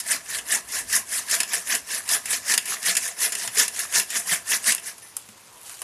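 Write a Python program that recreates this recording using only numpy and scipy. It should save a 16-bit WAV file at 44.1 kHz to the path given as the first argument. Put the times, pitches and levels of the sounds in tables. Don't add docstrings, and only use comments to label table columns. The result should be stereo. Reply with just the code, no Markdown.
import sys
import numpy as np
from scipy import signal
from scipy.fft import rfft, irfft
from scipy.io import wavfile

SR = 44100
rng = np.random.default_rng(int(sys.argv[2]) if len(sys.argv) > 2 else 0)


def store_wav(level_fs):
    pcm = np.round(np.clip(np.atleast_2d(level_fs), -1, 1) * 32767)
    wavfile.write(sys.argv[1], SR, pcm.T.astype(np.int16))


N = 257103

# (fastest moment [s], rasp level [dB])
STROKES = [(0.123, -20.5), (0.343, -28), (0.538, -18.5), (0.767, -26.5), (0.954, -20), (1.168, -25.5),
           (1.341, -20.5), (1.555, -26), (1.729, -20.5), (1.948, -25.5), (2.132, -20), (2.332, -22.5),
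           (2.51, -20.5), (2.717, -28), (2.889, -17.5), (3.062, -28.5), (3.244, -20), (3.429, -28.5),
           (3.608, -16.5), (3.809, -28), (3.977, -17.5), (4.165, -23.5), (4.326, -20.5), (4.535, -20.5),
           (4.695, -18.5), (4.879, -33)]
# (rasp level [dB], speeding-up time scale [s], slowing-down time scale [s])
STROKE_PACE = [(-37, 0.021, 0.037), (-28.5, 0.081, 0.069), (-23.5, 0.069, 0.054), (-19.5, 0.051, 0.044)]
# (time [s], rasp level [dB], steel ring level [dB], rasp T60 [s])
SNAGS = [(0.0, -22, -40, 0.068), (0.385, -21.5, -31, .022), (0.473, -36, -51, 0.057),
         (0.7213, -25, -51, .029), (0.9267, -14, -43, 0.026), (1.2965, -18.5, -44, 0.041),
         (1.311, -13, -46, 0.038), (1.4017, -11, -23, 0.041), (1.4314, -15.5, -28.5, 0.022),
         (1.533, -18.5, -26.5, 0.035), (1.671, -32, -48, .068), (1.7502, -15, -26.5, 0.027),
         (2.0891, -15, -32.5, 0.033), (2.2557, -20, -34.5, 0.033), (2.5376, -12.5, -26, 0.05),
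         (2.577, -5, -22, 0.021), (2.6556, -26.5, -41, .048), (2.828, -16, -47, 0.016),
         (2.9512, -14.5, -28, 0.026), (2.9667, -12.5, -27, 0.065), (3.2056, -18, -33, 0.017),
         (3.3207, -21, -30.5, 0.062), (3.3508, -15.5, -32, 0.024), (3.475, -21.5, -29.5, .032),
         (3.6793, -16, -35, 0.028), (3.7905, -20, -40, 0.049), (3.9974, -6, -25.5, 0.017),
         (4.1026, -21.5, -39, .045), (4.5162, -16, -23, 0.027), (4.7206, -11.5, -28, 0.035),
         (4.7792, -36, -36, 0.033)]
# (time [s], level [dB], pitch [Hz])
BUMPS = [(2.157, -42, 426), (3.476, -43, 125), (3.57, -30.5, 434), (3.975, -37, 185), (4.317, -33.5, 167),
         (4.681, -37, 206), (5.288, -44, 215)]
# (time [s], level [dB], pitch [Hz])
CHATTER = [(2.005, -23, 1660), (2.722, -17, 1280), (2.741, -20.5, 1210), (2.768, -22, 1900),
           (3.837, -26, 1380), (3.852, -24, 1230)]
# (time [s], crack level [dB], crack centre [Hz], body level [dB], crack T60 [s])
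SNAPS = [(4.748, -3.5, 11500, -31, 0.0085), (4.798, -32, 10000, -48, .019), (4.98, -36.5, 9000, -53, 0.047),
         (5.1665, -15, 11300, -37, 0.019), (5.2882, -33, 8510, -42, 0.015), (5.694, -31, 8800, -41, 0.027),
         (5.8057, -27, 10000, -53, .0078), (5.8176, -20.5, 10600, -33, 0.019)]
# (time [s], level [dB])
RELEASE = (5.018, -43)
# (loudest moment [s], half length [s], level [dB])
LEAVES = [(5.15, 0.84, -51.5), (5.71, 0.071, -42.5), (5.81, 0.044, -46.5)]
# (loudest moment [s], half length [s], level [dB])
MURMUR = (5.55, .07, -55)
# (strongest moment [s], half length [s], level [dB])
GUSTS = [(0.38, 0.12, -63), (0.83, 0.2, -57), (1.83, 0.05, -62), (2.36, .12, -63), (4.41, .05, -66)]

# (frequency [Hz], width [Hz], relative level [dB])
BLADE_MODES = [(1740, 220, 0), (1980, 280, -2.5), (2700, 380, -11), (3550, 200, -15), (5260, 280, -9),
               (6020, 260, -10), (7120, 240, -7), (10750, 200, -9), (13550, 120, -12)]
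# (frequency [Hz], width [Hz], relative level [dB])
LOG_MODES = [(188.6, 21, -5.5), (240, 33, -4.5), (375, 50, -7.5), (442.2, 13.7, 1.5), (594, 15, -5),
             (693, 84, -1), (1019, 87, 0.5), (1230, 200, -5.5)]
# (frequency [Hz], width [Hz], relative level [dB])
FRAME_MODES = [(2670, 130, 0), (2950, 400, -5), (3560, 220, -8)]
# (frequency [Hz], width [Hz], relative level [dB])
FREE_BLADE_MODES = [(1780, 90, -4), (2030, 140, -8), (2680, 110, -10), (5230, 100, -8), (6030, 100, -4),
                    (9230, 200, -1), (10500, 500, -3)]
# (frequency [Hz], width [Hz], relative level [dB])
TWIG_MODES = [(1020, 760, 2.5), (1900, 700, 2.5), (2920, 930, 2)]

# (frequency [Hz], relative level per Hz [dB])
RASP_SPECTRUM = [(500, -35.5), (1400, -20.5), (2500, -7), (4200, -6.5), (5200, -2), (6700, 0), (8200, -1),
                 (9700, 2), (10900, 1), (11800, -4), (12900, -14.5), (13900, -10), (15000, -31)]
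# (frequency [Hz], relative gain [dB])
RUSTLE_SPECTRUM = [(470, -52), (800, -1), (1200, -5.5), (1910, -4), (2790, -2), (5490, -4.5), (10300, 3),
                   (12900, -4), (15000, -53)]
# (frequency [Hz], relative level per Hz [dB])
AIR_SPECTRUM = [(40, -46), (90, 6.5), (130, 1), (250, -1.5), (500, 1), (800, -0.5), (980, 3), (1200, -1),
                (2000, -2.5), (4000, -6.5), (7000, -3.5), (10500, -29), (13300, -9), (15000, -50)]
# (frequency [Hz], side minus mid [dB])
SAW_WIDTH = [(100, -36), (700, -48), (1800, -21.5), (2700, -10.5), (3800, -4.5), (5500, -13.5),
             (8000, -8.5), (12000, -4.5), (14500, -17)]
# (frequency [Hz], side minus mid [dB])
SURROUND_WIDTH = [(90, -22), (300, -18.5), (1000, -9.5), (3000, 5), (10000, 3.5)]
# (frequency [Hz], left minus right [dB])
BALANCE = [(2000, -0.5), (2800, -0.5), (4000, 1.5), (5500, 0), (6700, -3), (8100, 0.5), (10300, -4.5),
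           (12500, -0.5)]

BLADE_RE_RASP_DB = -6.3
HARD_RASP_DB, HARD_LOG_DB = -20, -40
LOG_FOLLOWS = 0.76
SLIDE_POLE_HZ = 5.94
GRIP_LEAD = 1.05
GRIP_RASP_RE_STROKE_DB, GRIP_STEEL_RE_STROKE_DB, GRIP_T60_S = -9, -23, 0.028
SNAG_BLADE_RE_STEEL_DB, SNAG_LOG_RE_STEEL_DB = 3, -13
ROCK_MAX_RE_RASP_DB, ROCK_LOW_HZ, ROCK_HIGH_HZ = -21.5, 174, 473
MURMUR_HZ, MURMUR_WIDTH_HZ = 1000, 110
GROUND_ECHO_S, GROUND_ECHO_DB = 0.0017, -23.5
WOOD_T60_S, ECHO_DB, ECHO_SIDE_DB = 0.21, -10.5, -8.5
AIR_DB = -53
BREEZE_DB, BREEZE_SWING_DB = -77.5, 9.5
CUTOFF_HZ = 15400


def from_db(db):
    return np.exp(np.asarray(db) * (np.log(10) / 20))


def rms_one(x):
    return x / np.sqrt(np.mean(x ** 2) + 1e-20)


def seconds():
    return np.arange(N) / SR


def noise_pair():
    return rng.standard_normal((2, N))


def colour(x, points, share=1):
    size = 4096
    hz, db = np.transpose(points)
    bins_hz = np.maximum(np.arange(size // 2 + 1) * SR / size, 1)
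    gain = from_db(share * np.interp(np.log(bins_hz), np.log(hz), db))
    cepstrum = irfft(np.log(gain))
    cepstrum[1:size // 2] *= 2
    cepstrum[size // 2 + 1:] = 0
    response = np.array(irfft(np.exp(rfft(cepstrum))), ndmin=x.ndim)
    return signal.oaconvolve(x, response, axes=-1)[..., :N]


def drift(pole_hz):
    r = np.exp(-2 * np.pi * pole_hz * 16 / SR)
    raw = rng.standard_normal(N // 16 + 2002)
    slow = signal.lfilter([1], [1, -2 * r, r * r], raw)[2000:]
    return np.interp(np.arange(N) / 16, np.arange(len(slow)), rms_one(slow))


def resonate(x, hz, width_hz):
    r = np.exp(-np.pi * width_hz / SR)
    zeros = np.array([1, 0, -1]) * (1 - r * r) / 2
    poles = [1, -2 * r * np.cos(2 * np.pi * hz / SR), r * r]
    return signal.lfilter(zeros, poles, x + 1e-18)


def body(force, modes):
    out = 0
    for k, (hz, width_hz, db) in enumerate(modes):
        out = out + (-1) ** k * from_db(db) * resonate(force, hz, width_hz)
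    return out


def grains(per_s, spread_db):
    chance = np.clip(per_s / SR, 1e-4, 1)
    sizes = from_db(spread_db * np.minimum(rng.exponential(1, N), 4))
    hits = rng.random(N) < chance
    signs = rng.choice([-1, 1], (2, N))
    return rms_one(hits * sizes / np.sqrt(chance) * signs)


def onset_decay(age_s, db, t60_s, rise_s):
    return from_db(db - 60 * age_s / t60_s) * (1 - np.exp(-(age_s / rise_s) ** 2))


def bursts(times_s, dbs, t60s_s, rise_s):
    power = np.zeros(N)
    for time_s, db, t60_s in zip(times_s, dbs, t60s_s):
        start = max(int(time_s * SR), 0)
        age_s = np.arange(min(N - start, SR // 2)) / SR
        power[start:start + len(age_s)] += onset_decay(age_s, db, max(t60_s, 0.002), rise_s) ** 2
    return np.sqrt(power)


def swells(rows):
    return sum(from_db(db) * np.exp(-((seconds() - s) / half_s) ** 2) for s, half_s, db in rows)


def pace():
    db, rise_s, fall_s = np.transpose(STROKE_PACE)
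    force_db = np.transpose(STROKES)[1]
    return np.interp(force_db, db, rise_s), np.interp(force_db, db, fall_s)


def sweep(dbs, steepness, lag_s=0):
    coarse_s = seconds()[::128, None]
    middle_s = np.transpose(STROKES)[0] + lag_s
    phase = (coarse_s - middle_s) / np.where(coarse_s < middle_s, *pace())
    power = np.sum(from_db(dbs) ** 2 * (1 + phase ** 2) ** -steepness, axis=1)
    return np.interp(seconds(), coarse_s[:, 0], np.sqrt(power))


def splintering(force, depth, count):
    out = force
    for hz in np.geomspace(1000, 11000, count):
        out = out + depth * np.tanh(drift(22)) * resonate(force, hz, width_hz=hz / 5)
    return out


def sliding_body(force, modes, wander, patchy_db):
    out, samples = 0, np.arange(N)
    for k, (hz, width_hz, db) in enumerate(modes):
        ring = resonate(force, hz, width_hz)
        reach = wander * SR / (2 * np.pi * SLIDE_POLE_HZ)
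        place = samples + reach * drift(SLIDE_POLE_HZ)
        bent = np.array([np.interp(place, samples, part) for part in ring])
        out = out + (-1) ** k * from_db(db + patchy_db * drift(11.5)) * bent
    return out


def sawing():
    rasp_db = np.transpose(STROKES)[1]
    log_db = HARD_LOG_DB + LOG_FOLLOWS * (rasp_db - HARD_RASP_DB)
    speed = sweep(np.zeros(len(STROKES)), steepness=1.5)
    bite = rms_one(from_db(1.44 * np.tanh(drift(100)) + 1.0 * np.tanh(drift(34))))
    force = bite * grains(2500 + 12000 * speed, spread_db=2.5)

    rasp = rms_one(colour(splintering(force, depth=0.73, count=11), RASP_SPECTRUM))
    rasp = rasp * sweep(rasp_db, steepness=4.58)
    blade = rms_one(sliding_body(force, BLADE_MODES, wander=0.0222, patchy_db=1.0))
    blade = blade * sweep(rasp_db + BLADE_RE_RASP_DB, steepness=4.46)
    log = rms_one(sliding_body(force, LOG_MODES, wander=0.0379, patchy_db=2.5))
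    log = log * sweep(log_db, steepness=2.79, lag_s=0.0087)
    return rasp + blade + log


def catches():
    middle_s, db = np.transpose(STROKES)
    grip_s = middle_s - GRIP_LEAD * pace()[0]
    grip_db = db + 2.1 * rng.standard_normal(len(db))
    rasp_db, steel_db = grip_db + GRIP_RASP_RE_STROKE_DB, grip_db + GRIP_STEEL_RE_STROKE_DB
    grips = np.transpose([grip_s, rasp_db, steel_db, np.full(len(db), GRIP_T60_S)])
    return np.vstack([SNAGS, grips]).T


def frame(times_s, steel_db):
    ring = rms_one(body(noise_pair(), FRAME_MODES))
    return ring * bursts(times_s, steel_db, np.full(len(times_s), 0.08), rise_s=0.0024)


def snags(times_s, rasp_db, steel_db, t60s_s):
    force = grains(16000, spread_db=-1.0)
    rasp = rms_one(colour(force, RASP_SPECTRUM)) * bursts(times_s, rasp_db, t60s_s, rise_s=0.0011)
    blade_db, log_db = steel_db + SNAG_BLADE_RE_STEEL_DB, steel_db + SNAG_LOG_RE_STEEL_DB
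    blade = rms_one(body(force, BLADE_MODES)) * bursts(times_s, blade_db, t60s_s * 1.93, rise_s=0.00089)
    log = rms_one(body(force, LOG_MODES)) * bursts(times_s, log_db, t60s_s * 3.6, rise_s=0.00054)
    return rasp + blade + log + frame(times_s, steel_db)


def rocking():
    middle_s, db = np.transpose(STROKES[::2])
    early, weakness, pitch = rng.random((len(db), 3)).T
    rock_db = db + ROCK_MAX_RE_RASP_DB - 6 * weakness
    rock_hz = ROCK_LOW_HZ * (ROCK_HIGH_HZ / ROCK_LOW_HZ) ** pitch
    return np.transpose([middle_s - 0.0304 * early, rock_db, rock_hz])


def knocks(rows, t60_s, rise_s):
    out = np.zeros(N)
    for time_s, db, hz in rows:
        start = int(time_s * SR)
        age_s = np.arange(min(N - start, SR // 4)) / SR
        ring = onset_decay(age_s, db, t60_s, rise_s) * np.sin(2 * np.pi * hz * age_s)
        out[start:start + len(age_s)] += ring
    return out


def ground(x):
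    late_s = seconds() - GROUND_ECHO_S * (1 + 0.038 * drift(3.9))
    bounce = np.array([np.interp(late_s, seconds(), part) for part in x])
    return x + from_db(GROUND_ECHO_DB) * bounce


def trees(x):
    age_s = np.arange(int(0.8 * SR)) / SR
    shape = (2, len(age_s))
    echoes = rng.standard_normal(shape) * (rng.random(shape) < 2500 / SR)
    echoes *= onset_decay(age_s, 0, WOOD_T60_S, rise_s=0.0019)
    echoes /= np.sqrt(np.sum(echoes ** 2, axis=1, keepdims=True))
    return signal.fftconvolve(x[None], echoes, axes=1)[:, :N]


def still_wood():
    return from_db(AIR_DB) * rms_one(colour(noise_pair(), AIR_SPECTRUM))


def breeze():
    rumble = [(12, -18), (25, -22), (52, 0), (95, -3.0), (140, -11), (300, -9), (1500, -77)]
    shared, apart = colour(noise_pair(), rumble)
    flow = from_db(BREEZE_DB + BREEZE_SWING_DB * np.tanh(drift(3))) + swells(GUSTS)
    return flow * rms_one(shared + 0.33 * np.array([apart, -apart]))


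def snaps():
    crack, out = colour(noise_pair(), RASP_SPECTRUM), 0
    for time_s, db, hz, _, t60_s in SNAPS:
        tone = rms_one(resonate(crack, hz, width_hz=8700))
        out = out + tone * bursts([time_s], [db], [t60_s], rise_s=0.00084)
    times_s, _, _, body_db, t60s_s = np.transpose(SNAPS)
    wood = rms_one(body(noise_pair(), TWIG_MODES))
    return out + wood * bursts(times_s, body_db, t60s_s * 3.2, rise_s=0.00051)


def loose_log():
    release_s, release_db = RELEASE
    steel = rms_one(body(noise_pair(), FREE_BLADE_MODES))
    steel = steel * bursts([release_s], [release_db], [0.5], rise_s=0.0024)
    crackle = grains(2000, spread_db=2.5)
    rustle = rms_one(colour(splintering(crackle, depth=0.84, count=7), RUSTLE_SPECTRUM))
    return steel + swells(LEAVES) * rustle


def murmur():
    noise = rms_one(resonate(grains(2000, spread_db=2.5), MURMUR_HZ, MURMUR_WIDTH_HZ))
    return swells([MURMUR]) * noise


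def scene():
    work = ground(sawing() + snags(*catches()) + snaps() + loose_log() + murmur())
    work[0] += knocks([*BUMPS, *rocking()], t60_s=0.13, rise_s=0.0034)
    work[0] += knocks(CHATTER, t60_s=0.012, rise_s=0.00055)
    air = still_wood()
    echoes = from_db(ECHO_DB) * trees(work[0])

    mid = work[0] + echoes[0] + air[0]
    surround_side = from_db(ECHO_SIDE_DB) * echoes[1] + air[1]
    side = colour(work[1], SAW_WIDTH) + colour(surround_side, SURROUND_WIDTH)
    left = colour(mid + side, BALANCE, share=0.5)
    right = colour(mid - side, BALANCE, share=-0.5)
    return np.array([left, right]) + breeze()


def record(dry):
    lowpass = signal.cheby2(14, 70, CUTOFF_HZ + 700, fs=SR, output="sos")
    return signal.sosfilt(lowpass, dry)


dry = scene()
out = record(dry)
store_wav(out)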